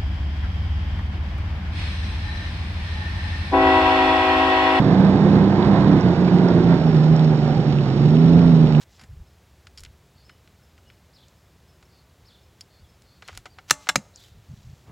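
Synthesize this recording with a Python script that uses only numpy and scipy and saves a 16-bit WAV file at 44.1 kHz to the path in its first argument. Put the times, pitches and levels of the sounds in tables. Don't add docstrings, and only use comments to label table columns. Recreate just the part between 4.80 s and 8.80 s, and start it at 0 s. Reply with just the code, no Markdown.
import sys
import numpy as np
from scipy.fft import rfft, irfft, next_fast_len
from scipy.io import wavfile
from scipy.ndimage import map_coordinates

SR = 44100
rng = np.random.default_rng(int(sys.argv[2]) if len(sys.argv) > 2 else 0)


def master(y):
    cut = np.clip(np.atleast_2d(y).T, -1, 1)
    pcm = np.round(cut * 32767)
    wavfile.write(sys.argv[1], SR, pcm.astype(np.int16))


N = 176400
TIME = np.arange(N) / SR
HZ = np.fft.rfftfreq(next_fast_len(N + 8192), 1 / SR)
BANK_CYLINDERS = 6


def engine():
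    # time_s, firing_hz, level_db
    firing_note = [(0, 196.2, -16), (.14, 191.7, -16), (.27, 187.9, -13), (.41, 201.7, -13),
                   (.5, 199.4, -15.5), (.58, 194.6, -14), (.69, 196.5, -13.5), (.8, 201.2, -21),
                   (.91, 198.5, -14.5), (1.04, 196.4, -17), (1.14, 193.1, -16.5), (1.26, 177.1, -13.5),
                   (1.36, 179.2, -20.5), (1.46, 180.3, -14), (1.61, 179.8, -13), (1.72, 175.3, -15.5),
                   (1.84, 169.5, -15), (1.93, 169.6, -13.5), (2.03, 162.6, -19), (2.19, 151.4, -13.5),
                   (2.33, 158.1, -11), (2.42, 158.8, -12), (2.57, 149.8, -17), (2.83, 147.8, -18),
                   (2.96, 144.4, -15.5), (3.1, 134.3, -20), (3.22, 144.1, -14.5), (3.35, 157.5, -11.5),
                   (3.5, 166.2, -11.5), (3.61, 170.5, -12), (3.77, 160.7, -8.5), (3.9, 153.2, -15),
                   (4, 149.9, -10.5)]
    # time_s, effort_db, raggedness (0-1), rasp_db
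    running = [(0, 1.5, 0.5, 1.5), (.3, -1.5, 0.98, 2), (.7, -2, 1, 0), (1.0, -0.5, 0.96, 3.5),
               (1.15, 0, 0.86, 1.5), (1.28, -0.5, 0.7, -2.5), (1.37, -3, 0.87, -2.5), (1.65, 0, 0.32, -1),
               (2.0, -1, 0.5, -3), (2.4, -2.5, 0, -5), (2.7, -1, 0.03, -5.5), (3.1, -3.5, .2, -8),
               (3.3, 0, .05, -7), (3.6, 1, 0, -4.5), (3.8, -1, 0.07, -6.5), (4, -2, 0.11, -5.5)]
    firing_hz, note_db = curves(firing_note)
    effort_db, ragged, rasp_db = curves(running)
    drop_db = stumbles()
    note_db = note_db + 0.5 - drop_db
    effort_db = effort_db - 0.31 * drop_db
    speed_jitter = 0.004 * wobble(20)
    cycle = np.cumsum(firing_hz * (1 + speed_jitter)) / BANK_CYLINDERS / SR
    tones = drone(cycle, note_db, effort_db, ragged)
    return tones + exhaust(cycle, effort_db, ragged, rasp_db) + blare(cycle)


def drone(cycle, note_db, effort_db, ragged):
    # order, ragged_db, clean_db
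    orders = [(2, -34.5, -56), (3, -23.5, -39), (4, -24, -36.5), (5, -22.5, -25.5), (7, -25, -27.5),
              (8, -26, -33.5), (9, -26, -20.5), (10, -27.5, -34), (11, -29.5, -33), (12, -37, -31.5),
              (14, -40.5, -34.5), (15, -42, -29.5), (16, -36, -35), (17, -48, -36), (20, -42, -37.5),
              (24, -42, -42), (27, -35.5, -45), (30, -41, -42)]
    # time_s, order, half_length_s, gain_db
    swells = [(1.2, 9, 0.13, 3.5), (1.4, 11, .25, 5), (0.91, 30, .12, 6), (1.4, 9, 0.17, 1),
              (2.727, 9, 0.49, -2.5), (3.53, 9, 0.33, 3.5), (7.3, 16, .15, 7), (3.58, 3, .15, 12.5),
              (3.9, 7, 0.28, 4.5), (7.2, 5, .25, 3.5)]
    unrest = 0.5 + 0.69 * ragged
    note_gain = amp(note_db + 2 * unrest * wobble(32))
    out = note_gain * np.sin(2 * np.pi * BANK_CYLINDERS * cycle + 0.3 * unrest * wobble(30))
    for order, ragged_db, clean_db in orders:
        swell_db = sum(db * bell(TIME, s, half_s) for s, k, half_s, db in swells if k == order)
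        level_db = effort_db + ragged * ragged_db + (1 - ragged) * clean_db + swell_db - 0.5
        smear_rad = 0.07 * order * wobble(26)
        flutter_db = 2.5 * unrest * wobble(17)
        phase = 2 * np.pi * (order * cycle + rng.random())
        out += amp(level_db + flutter_db) * np.sin(phase + smear_rad)
    return np.sqrt(2) * out


def stumbles():
    # time_s, depth_db
    dropouts = [(0.042, 15.5), (.105, 9), (.38, 10), (.775, 6.5), (.97, 5), (1.21, 22), (1.355, 17),
                (1.5, 11), (1.58, 6), (1.825, 11.5), (1.965, 8.5), (2.38, 6), (2.735, 8.5), (2.845, 11),
                (3.055, 6)]
    return sum(db * bell(TIME, s, half_width=0.017) for s, db in dropouts)


def firings(cycle):
    return np.diff(np.floor(BANK_CYLINDERS * cycle), prepend=0) * rng.standard_normal(N)


def exhaust(cycle, effort_db, ragged, rasp_db):
    # frequency_hz, density_db
    throb_spectrum = [(30, -74), (48, -62.5), (65, -50), (95, -49), (130, -37), (165, -35), (215, -46.5),
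                      (270, -41), (350, -45), (450, -49.5), (600, -63), (1000, -82.5), (2000, -120)]
    # frequency_hz, density_db
    rasp_spectrum = [(200, -80), (400, -54.5), (560, -53), (720, -54), (900, -56), (1150, -61.5),
                     (1450, -62.5), (1900, -66), (2300, -73), (3000, -82.5), (3600, -75), (4500, -82.5),
                     (8000, -115)]
    throb = coloured(firings(cycle) + 0.041 * noise(), throb_spectrum)
    throb *= amp(effort_db - 3.5 * (1 - ragged))
    pulse_db = 2.3 * np.cos(2 * np.pi * BANK_CYLINDERS * cycle) + np.cos(2 * np.pi * cycle)
    puffs = noise() * amp(pulse_db)
    pattern = rng.standard_normal(1200)
    snarl = np.interp(cycle % 1 * len(pattern), np.arange(len(pattern)), pattern)
    snarl *= amp(2.1 * wobble(25.06))
    rasp = amp(-2) * coloured(puffs, rasp_spectrum) + amp(-4.5) * coloured(snarl, rasp_spectrum)
    return throb + rasp * amp(rasp_db + 0.16 * wobble(13))


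def blare(cycle):
    # time_s, level_db
    levels = [(0, -41), (.4, -29), (1.0, -27), (1.4, -23), (1.6, -21), (1.9, -23), (2.03, -32), (2.22, -25),
              (2.35, -41), (3.1, -48), (3.24, -24), (3.4, -45), (4, -50)]
    level_db, = curves(levels)
    ringing = filtered(firings(cycle), bell(HZ, 356, half_width=32))
    return unit(ringing) * amp(level_db)


def howl():
    # time_s, pitch_hz, level_db
    track = [(0, 872.7, -37), (.65, 850, -41.5), (1.0, 1018, -32.5), (1.3, 816, -44), (1.6, 800, -33),
             (2.1, 674.5, -40), (2.35, 719.4, -38), (2.5, 805, -35), (2.68, 700.5, -34.5),
             (2.78, 808, -31.5), (2.95, 820, -44.5), (3.35, 696, -43), (3.6, 702.4, -34),
             (3.72, 717, -55.5)]
    return resonance(track, half_width_hz=68)


def whistle():
    # time_s, pitch_hz, level_db
    track = [(0, 3720, -49), (.5, 3600, -55), (.8, 3620, -55), (1.0, 3890, -51), (1.2, 3675, -58),
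             (1.9, 3600, -57.5), (2.9, 3640, -60.5), (3.35, 3860, -51)]
    return resonance(track, half_width_hz=280)


def spray():
    # frequency_hz, density_db
    spectrum = [(300, -65), (1000, -69.5), (2000, -74.5), (2550, -73.5), (2850, -75), (2970, -73),
                (3250, -75), (3600, -76), (3950, -74.5), (4200, -75), (4500, -75), (4900, -79.5),
                (5420, -82), (5650, -84), (6800, -91), (7100, -91), (8000, -100.5), (8500, -112)]
    clicks_per_s, crackle_db = 41, -12.5
    grain = noise() * amp(1.3 * wobble(200))
    hiss = coloured(grain, spectrum) * amp(0.3 * wobble(2.1))
    clicks = (rng.random(N) < clicks_per_s / SR) * noise()
    return hiss + amp(crackle_db) * coloured(clicks, spectrum)


def whine():
    # time_s, level_db
    sizzle_levels = [(0, -61), (1.6, -67), (2.1, -49.5), (3, -58), (3.5, -53.5), (4, -58)]
    # pitch_hz, level_db
    faint_tones = [(1603, -55), (2681, -58), (2960, -57), (5425, -68)]
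    level_db, = curves(sizzle_levels)
    sizzle = unit(filtered(noise(), bell(HZ, 5350, half_width=130))) * amp(level_db)
    tones = sum(amp(db) * np.sin(2 * np.pi * hz * TIME + 2 * wobble(22)) for hz, db in faint_tones)
    return sizzle + np.sqrt(2) * tones


def ticks():
    # start_s, peak_db, pitch_hz, rise_s
    pops = [(.8271, -18.5, 3410, 0.00028), (0.8488, -18.5, 3440, .00017), (1.2104, -27.5, 5570, 0.00041),
            (1.4826, -25.5, 2350, 0.0014), (1.686, -29, 5140, 0.0006), (2.3643, -25, 5270, 0.00027),
            (2.3946, -18, 3560, 0.00016), (2.4458, -26.5, 5200, .00022), (2.9865, -22, 2750, 0.00051),
            (3.3694, -22.5, 2750, 0.00033), (3.872, -21, 3210, .00017), (3.9498, -19.5, 2750, 0.00049)]
    out = np.zeros(N + SR)
    t = np.arange(SR // 50) / SR
    for start_s, peak_db, pitch_hz, rise_s in pops:
        envelope = amp(peak_db) * t / rise_s * np.exp(1 - t / rise_s)
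        out[round(start_s * SR):][:len(t)] += envelope * np.sin(2 * np.pi * pitch_hz * t)
    return out[:N]


def wind():
    # frequency_hz, density_db
    spectrum = [(15, -67), (35, -71), (60, -65.5), (150, -76), (500, -120)]
    gust_db = 15 * bell(TIME, 3.67, half_width=0.05)
    return coloured(noise(), spectrum) * amp(gust_db + 0.98 * wobble(4.9))


def left_port(direct, diffuse):
    # frequency_hz, gain_db
    balance = [(60, -4.6), (400, -4.5), (800, -6.8), (1200, -11), (1400, -10.5), (1650, -15), (2300, -7),
               (3000, -7.5), (3500, -11.5), (4000, -7), (4700, -4.5), (5600, -5.5), (8000, -3.5)]
    # frequency_hz, lead_rad
    lead = [(0, -0.65), (1300, 0.11), (1500, 1.5), (1800, 1.66), (2200, 2), (3000, 2), (3500, 1),
            (3900, -2.5), (4300, -3), (5300, -4.5), (6400, -4.5), (7500, -13)]
    # frequency_hz, likeness (0-1)
    likeness = [(400, 1), (900, 0.99), (1350, 1), (1600, 0.05), (2000, 0.58), (3400, 0.6), (3650, 0.61),
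                (3950, 0.89), (5400, 1), (6700, 0.32), (8000, 1)]
    alike = np.clip(along(likeness), 0, 1)
    response = amp(along(balance)) * np.exp(1j * along(lead))
    return filtered(direct, response * alike) + filtered(diffuse, response * np.sqrt(1 - alike ** 2))


def amp(db):
    return 10 ** (np.asarray(db) / 20)


def unit(x):
    return x / np.sqrt(np.mean(x ** 2) + 1e-20)


def bell(axis, centre, half_width):
    return np.exp(-((axis - centre) / half_width) ** 2)


def along(points):
    hz, values = np.transpose(points)
    return np.interp(np.log(HZ + 1), np.log(hz + 1), values)


def curves(rows):
    times, *columns = np.transpose(rows)
    return [np.interp(TIME, times, column) for column in columns]


def wobble(knots_per_s):
    return map_coordinates(rng.standard_normal(1024), [TIME * knots_per_s + 2], mode="wrap")


def noise():
    return rng.standard_normal((2, N))


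def filtered(x, response):
    size = 2 * (len(HZ) - 1)
    return irfft(rfft(x, size) * response, size)[..., :N]


def coloured(x, spectrum):
    return filtered(unit(x), amp(along(spectrum)) * np.sqrt(SR / 2))


def resonance(track, half_width_hz):
    centre_hz, level_db = curves(track)
    in_phase, quadrature = filtered(noise(), bell(HZ, 0, half_width_hz))
    phase = 2 * np.pi * np.cumsum(centre_hz) / SR
    return unit(in_phase * np.cos(phase) + quadrature * np.sin(phase)) * amp(level_db)


def scene():
    direct, diffuse = howl() + whistle() + engine() + spray() + whine() + wind() + ticks()
    return np.array([left_port(direct, diffuse), direct])


def record(dry):
    band_limit_hz = 8450
    rounded = dry / (1 + np.abs(dry) ** 8) ** (1 / 8)
    return filtered(rounded, HZ < band_limit_hz)


dry = scene()
out = record(dry)
master(out)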